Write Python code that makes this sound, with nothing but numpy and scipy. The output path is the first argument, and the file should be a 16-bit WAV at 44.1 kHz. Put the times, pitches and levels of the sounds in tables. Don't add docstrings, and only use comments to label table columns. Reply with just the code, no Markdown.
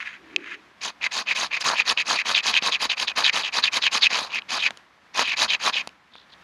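import sys
import numpy as np
from scipy import signal
from scipy.fft import rfft, irfft, next_fast_len
from scipy.io import wavfile
from scipy.ndimage import uniform_filter1d, minimum_filter1d, map_coordinates

SR = 44100
rng = np.random.default_rng(int(sys.argv[2]) if len(sys.argv) > 2 else 0)


def digitize_waveform(pressure):
    field = np.atleast_2d(pressure).T
    bounded = np.clip(field, -1, 1)
    quanta = np.round(bounded * 32767).astype(np.int16)
    wavfile.write(sys.argv[1], SR, quanta)


N = 283694

# (frequency [Hz], gain [dB])
GRIT_COLOUR = [(300, -30.5), (1000, -11.5), (2000, 0.5), (4500, -5.5), (6000, -7.5), (8000, -20),
               (10000, -17.5), (13000, -30.5), (15500, -59)]
# (frequency [Hz], gain [dB])
THRUM_COLOUR = [(40, -38), (100, -18.5), (230, -6), (350, -11), (500, -4), (800, -1.5), (1300, 1),
                (2000, -4), (4000, -46)]


def amp(db):
    return 10 ** (np.asarray(db) / 20)


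def unit(x):
    return x / np.sqrt(np.mean(x ** 2) + 1e-20)


def colour(f, points):
    hz, db = np.transpose(points)
    return amp(np.interp(np.log(f + 1), np.log(hz + 1), db))


def causal(f, points):
    cepstrum = irfft(np.log(colour(f, points)))
    cepstrum[1:len(cepstrum) // 2] *= 2
    cepstrum[len(cepstrum) // 2 + 1:] = 0
    return np.exp(rfft(cepstrum))


def below(f, hz):
    return 1 / (1 + 1.414j * f / hz - (f / hz) ** 2) ** 2


def above(f, hz):
    return below(f, hz) * (f / hz) ** 4


def resonance(f, hz, width_hz):
    return 1j * f * width_hz / (hz * hz - f * f + 1j * f * width_hz)


def filtered(x, response):
    size = 2 * next_fast_len(N // 2 + SR // 4)
    return irfft(rfft(x, size) * response(np.fft.rfftfreq(size, 1 / SR)), size)[..., :N]


def played(source, gain, response):
    return filtered(source * gain, response) / np.std(filtered(source, response))


def wobble(rate):
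    knots = rng.standard_normal(int(N * rate / SR) + 4)
    return map_coordinates(knots, [np.arange(N) * rate / SR])


def envelope(curves):
    t = np.arange(N) / SR
    gain = sum(amp(np.interp(t, *np.transpose(curve), left=-120, right=-120)) for curve in curves)
    return uniform_filter1d(gain, size=90)


def stroke_gain(strokes, attack_s, release_s, arch_db):
    grip_db, let_go_db, trail_db, trail_s = 20, 25.5, 10.5, 0.032
    curves = []
    for start, length, db, swell_db, crest, *_ in strokes:
        held, end = start + attack_s, start + length
        freed = end - min(release_s, .3 * length)
        crest = np.clip(crest, .05, .95)
        top = (held + crest * (freed - held), db - swell_db * (1 - crest) + arch_db)
        curves.append([(start, db - swell_db - grip_db), (held, db - swell_db), top, (freed, db),
                       (end, db - let_go_db), (end + trail_s, db - let_go_db - trail_db)])
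    return envelope(curves)


def slide(strokes, first, last):
    start, length = np.transpose(strokes)[:2]
    times = np.maximum.accumulate(np.column_stack([start, start + length]).ravel())
    values = np.column_stack([np.full(len(strokes), first), np.full(len(strokes), last)])
    return np.interp(np.arange(N) / SR, times, values.ravel())


def grit(rate, spread_db, hiss, clump_db, patchy_db):
    sizes = amp(spread_db * np.minimum(rng.exponential(size=N), 3))
    breaks = (rng.random(N) < rate / SR) * rng.standard_normal(N) * sizes
    bands = signal.stft(unit(breaks) + hiss * rng.standard_normal(N), nperseg=128)[2]
    patches = uniform_filter1d(rng.standard_normal(bands.shape), size=3, axis=0)
    patches = unit(uniform_filter1d(patches, size=4, axis=1))
    patchy = signal.istft(bands * amp(patchy_db * patches), nperseg=128)[1][:N]
    return unit(patchy * amp(clump_db * wobble(160)))


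def knife(f):
    # (frequency [Hz], width [Hz], lift [dB])
    modes = [(1050, 233, 7), (1726, 170, 4.5), (2527, 170, 7.5), (3130, 280, 3), (3954, 270, 7),
             (4640, 770, 8.5), (6580, 660, 11), (9220, 260, 6)]
    return 1 + sum((amp(db) - 1) * resonance(f, hz, width) for hz, width, db in modes)


def gritty_steel(f):
    return knife(f) * causal(f, GRIT_COLOUR)


def stump(f):
    return knife(f) * causal(f, THRUM_COLOUR)


def free_rod(force, centre_hz, quality, lift_db):
    bank_hz = np.geomspace(1600, 5000, 13)
    place = np.interp(np.log(centre_hz), np.log(bank_hz), np.arange(len(bank_hz)))
    rings = np.zeros(N)
    for k, hz in enumerate(bank_hz):
        share = np.clip(1 - abs(place - k), 0, 1)
        rings += filtered(force * share, lambda f: resonance(f, hz, hz / quality))
    return force + amp(lift_db) * rings


def woods():
    # (frequency [Hz], density [dB])
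    air_colour = [(25, -40), (65, -8), (112, -14), (190, -5), (400, -12), (1000, -7.5), (1800, -7),
                  (3500, -15.5), (6000, -25), (9000, -36.5), (12000, -37.5), (15000, -61)]
    # (time [s], level [dB])
    air_levels = [(0, -53), (.7, -55.5), (4.45, -53.5), (4.73, -50.5), (4.9, -58.5), (5.85, -50.5),
                  (6.0, -60.5), (6.3, -55.5), (6.43, -52)]
    # (time [s], level [dB])
    hum_levels = [(0.134, -80), (0.184, -64.5), (0.378, -47), (0.72, -64.5)]
    air = unit(filtered(rng.standard_normal(N), lambda f: colour(f, air_colour)))
    hum = unit(filtered(rng.standard_normal(N), lambda f: resonance(f, 328, 130) ** 2))
    air_gain = envelope([air_levels]) * amp(.8 * wobble(28))
    hum_gain = envelope([hum_levels]) * amp(3.3 * wobble(16.4))
    return air_gain * air + hum_gain * hum


def tinder():
    # (time [s], level [dB])
    rustles = [
        [(6.1, -104), (6.12, -61.5), (6.198, -42), (6.25, -65)],
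        [(6.29, -66), (6.328, -46.5), (6.36, -68)],
    ]
    grains = grit(rate=1650, spread_db=6.5, hiss=.6, clump_db=4.5, patchy_db=-2.5)
    return played(grains, envelope(rustles),
                  lambda f: resonance(f, 3660, 1300) ** 2 * below(f, 6000) + amp(-31) * below(f, 5000))


def brushes():
    # (time [s], relative level [dB])
    touches = [
        [(0.002, -34), (0.028, -35), (0.037, -44.5), (0.07, -30), (0.095, -37.5), (0.148, -41), (0.2, -64)],
        [(0.24, -58), (0.35, -50.5), (0.355, -60)],
        [(0.38, -50), (0.512, -35.5), (0.548, -35), (0.562, -50), (0.6, -59)],
    ]
    force = grit(rate=8400, spread_db=3.5, hiss=0.33, clump_db=1.5, patchy_db=1.5)
    soft = lambda f: gritty_steel(f) * (below(f, 2400) * above(f, 1200) + amp(-22) * below(f, 9300))
    return amp(0.6) * played(force, envelope(touches), soft)


def snaps():
    # (time [s], relative level [dB])
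    clicks = [(1.3523, -42.5), (1.6077, -37), (1.6462, -26), (1.8871, -30), (2.2603, -35), (2.837, -24),
              (3.1837, -20), (3.7294, -43), (3.9155, -38), (4.2194, -42), (4.2494, -38), (4.348, -30),
              (5.1472, -43), (5.4271, -20)]
    impulses = np.zeros(N)
    for start, db in clicks:
        impulses[round(start * SR)] = amp(db)
    return amp(13) * filtered(impulses, lambda f: above(f, 5000) * below(f, 11000))


def taps():
    # (time [s], relative level [dB], thud trim [dB], crack trim [dB])
    hits = [(0.3621, -2, -24.5, -54), (1.9754, -8.5, -28, -30), (2.3495, -4, -29, -32),
            (2.5407, -2.5, -32, -35), (2.6237, -12, -5.5, -36), (3.0815, -6, -36, -32),
            (3.25, -11.5, -29, -37), (3.2957, -3, -40, -39), (4.0572, -25, -40, -28),
            (4.0678, 12, -35, -36), (4.42, -26.5, -9, -26), (4.7066, -18, -0.5, -19),
            (4.7727, -35.5, -3, -9.5), (5.1758, -22.5, -9, -7), (5.1934, -9.5, 4, -15),
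            (5.8739, -20.5, -3.5, -11.5), (5.8912, -34, -13, -17), (6.154, -32.5, -2, -24)]
    layers, t = np.zeros((3, N + SR)), np.arange(1200) / SR
    for start, db, thud_db, crack_db in hits:
        burst = rng.standard_normal(len(t)) * amp(-60 * t / .006)
        burst *= 5.4 / np.linalg.norm(burst)
        gains = amp([[db + 9.5], [db + thud_db + 12], [db + crack_db + 18]])
        layers[:, round(start * SR):][:, :len(t)] += gains * burst
    blows, thuds, cracks = layers[:, :N]
    clink_band = lambda f: above(f, 1800) * below(f, 3030) * (0.46 + 1.2 * resonance(f, 2850, 400))
    clink = filtered(blows, lambda f: knife(f) * clink_band(f))
    crack = filtered(cracks, lambda f: gritty_steel(f) * above(f, 3950))
    thud = filtered(thuds, lambda f: causal(f, THRUM_COLOUR))
    return clink + crack + thud


def pulls():
    # (start [s], length [s], level before release [dB], swell over the hold [dB],
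    # crest [share of the hold], resonance at start [Hz], resonance at end [Hz])
    strokes = [(1.004, 0.081, -24, 13, 0.51, 2540, 2050), (1.256, 0.092, -24.5, 10.5, 0.39, 2870, 2080),
               (1.502, 0.095, -28.5, 6, 0.55, 2600, 2230), (1.735, 0.1, -21.5, 13.5, 0.65, 2800, 2300),
               (1.966, 0.075, -28, -6.5, 1, 2700, 2300), (2.139, 0.092, -23, 10.5, 0.73, 2700, 2300),
               (2.34, 0.081, -30.5, -9.5, 0.6, 3630, 2300), (2.52, 0.083, -22, 4.5, 0.89, 3600, 2300),
               (2.707, 0.071, -21.5, 8, 0.15, 4000, 2050), (2.888, 0.067, -30.5, -5, 0.099, 3900, 2140),
               (3.067, 0.066, -35.5, -10, 0.21, 3740, 2150), (3.23, 0.082, -16, 11.0, 0.097, 4500, 1840),
               (3.424, 0.085, -29.5, 3, 0.13, 3550, 2150), (3.621, 0.078, -25, 0, 0.15, 4250, 2120),
               (3.81, 0.083, -18.0, 11.5, 0.087, 4120, 2300), (4.006, 0.079, -17, 6.5, 0.23, 4860, 1840),
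               (4.287, 0.12, -30.5, 10.5, 0.69, 2800, 2300), (4.567, 0.13, -26, 2.5, 1, 4020, 1760),
               (5.209, 0.15, -30.0, -2, 0.96, 3370, 2130), (5.477, 0.098, -28.0, -6, 0.81, 3600, 2300),
               (5.722, 0.11, -32.0, -6, 0.67, 3630, 2150)]
    *_, start_hz, end_hz = np.transpose(strokes)
    gain = stroke_gain(strokes, attack_s=0.0083, release_s=0.015, arch_db=8)
    way = slide(strokes, 0, 1)
    force = grit(rate=2500, spread_db=-0.5, hiss=0.63, clump_db=1.64, patchy_db=2.5)
    chatter = free_rod(force, slide(strokes, start_hz, end_hz), quality=5.5, lift_db=12.5)
    rasp = played(chatter, gain, lambda f: gritty_steel(f) * above(f, 870) * below(f, 4760))
    sing = played(force, gain * amp(-50 * (way - .62) ** 2), lambda f: resonance(f, 2517, 92))
    sizzle = played(force, gain * amp(-60 * (way - .52) ** 2),
                    lambda f: gritty_steel(f) * above(f, 6240) * below(f, 8370))
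    thrum = played(force, gain ** 0.38, stump)
    return rasp + amp(-21.5) * sing + amp(-17) * sizzle + amp(-30) * thrum


def pushes():
    # (start [s], length [s], relative level before release [dB],
    # swell over the hold [dB], crest [share of the hold], thrum trim [dB], bite trim [dB])
    strokes = [(0.807, 0.12, -36, -2.5, 0.54, -6.0, 0), (1.108, 0.14, -33, -3, 0.85, -4, 0),
               (1.344, 0.15, -33.5, -8.0, 0.76, -6, 0), (1.595, 0.043, -27, 6.5, 0.15, -12, 2),
               (1.632, 0.14, -29.5, 0, 0.15, 2.5, 2), (1.845, 0.1, -20, 14, 0.45, -5, -4.5),
               (2.049, 0.14, -26, 6, 0.37, -3, 1), (2.247, 0.12, -31.0, -6, 0.62, -5, -4.5),
               (2.425, 0.118, -25, 2.5, 0.65, -6, -2), (2.614, 0.11, -27.5, -0.5, 0.73, -3.5, -3.5),
               (2.79, 0.091, -21.5, 11.5, 0.3, -7, -4.5), (2.962, 0.11, -29, 3, 0.64, -7, -8.5),
               (3.153, 0.11, -32.5, -8.5, 0.38, -2.5, -5.5), (3.321, 0.13, -30, -4.5, 0.38, -6, -4.5),
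               (3.518, 0.11, -27, 3.5, 0.83, -3.5, -2.5), (3.711, 0.095, -20.5, 13.5, 0.11, -7, -4),
               (3.908, 0.099, -23.5, 5.5, 0.3, -5.5, 0), (4.094, 0.21, -39, -13, 0.37, -1.5, -5.5),
               (4.481, 0.13, -29.5, 3, 0.4, -2.5, -3), (5.135, 0.12, -25.5, 6.5, 0.75, -1.5, -2),
               (5.36, 0.12, -24.5, 2.5, 0.72, -4.5, -1), (5.59, 0.13, -23, 12.5, 0.75, -4.5, -2.5)]
    *_, thrum_db, edge_db = np.transpose(strokes)
    gain = stroke_gain(strokes, attack_s=0.01, release_s=0.029, arch_db=7)
    way = slide(strokes, 0, 1)
    force = grit(rate=5000, spread_db=2.5, hiss=0.88, clump_db=1.5, patchy_db=3)
    scrape = free_rod(force, slide(strokes, 2030, 5100), quality=9.5, lift_db=0.5)
    rasp = played(scrape, gain, lambda f: gritty_steel(f) * below(f, 5320))
    bite_db = slide(strokes, edge_db, edge_db) - 14 * (1 - np.exp(-((way - .33) / 0.34) ** 2))
    ring = played(force, gain * amp(bite_db),
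                  lambda f: gritty_steel(f) * above(f, 6520) * below(f, 7170))
    sparks = played(force, gain * amp(-40 * (way - .55) ** 2),
                    lambda f: gritty_steel(f) * above(f, 10600) * below(f, 9900))
    pressure_db = -21.5 * (0.71 * way - 0.72) ** 2
    thrum_gain = gain * amp(slide(strokes, thrum_db, thrum_db) + pressure_db)
    rumble = unit(0.62 * force + grit(rate=4000, spread_db=7.5, hiss=0.43, clump_db=-1, patchy_db=2))
    thrum = played(rumble, thrum_gain, stump)
    deep = played(rumble, thrum_gain * amp(2.6 * pressure_db), lambda f: above(f, 50) * below(f, 190))
    return amp(-1.54) * rasp + amp(-3.26) * ring + amp(-15) * sparks + amp(2.5) * thrum + amp(-25) * deep


def scene():
    # (frequency [Hz], side gain [dB])
    side_colour = [(40, -24.5), (100, -23.5), (500, -32.5), (1500, -63), (3000, -51.5), (6000, -32.5),
                   (9000, -28.5), (13000, -0.5)]
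    close = pushes() + pulls() + brushes() + taps() + snaps() + tinder()
    t = np.arange(SR // 8) / SR
    echo_s, spread_s = .12, .03
    tails = rng.standard_normal((2, len(t))) * amp(-60 * t / np.array([[echo_s], [spread_s]]))
    tails /= np.linalg.norm(tails, axis=1)[:, None]
    echo, spread = signal.fftconvolve(close[None], tails, axes=1)[:, :N]
    mid = close + amp(-42) * filtered(echo, lambda f: 1 / (1 + 1j * f / 3000)) + woods()
    side = filtered(spread + amp(3.5) * woods(), lambda f: colour(f, side_colour))
    return np.array([mid + side, mid - side])


def record(dry):
    ceiling, top_hz = .8, 15060
    needed = np.minimum(1, ceiling / (np.abs(dry).max(axis=0) + 1e-9))
    gain = uniform_filter1d(minimum_filter1d(needed, size=129), size=65)
    return filtered(dry * gain, lambda f: f < top_hz)


dry = scene()
out = record(dry)
digitize_waveform(out)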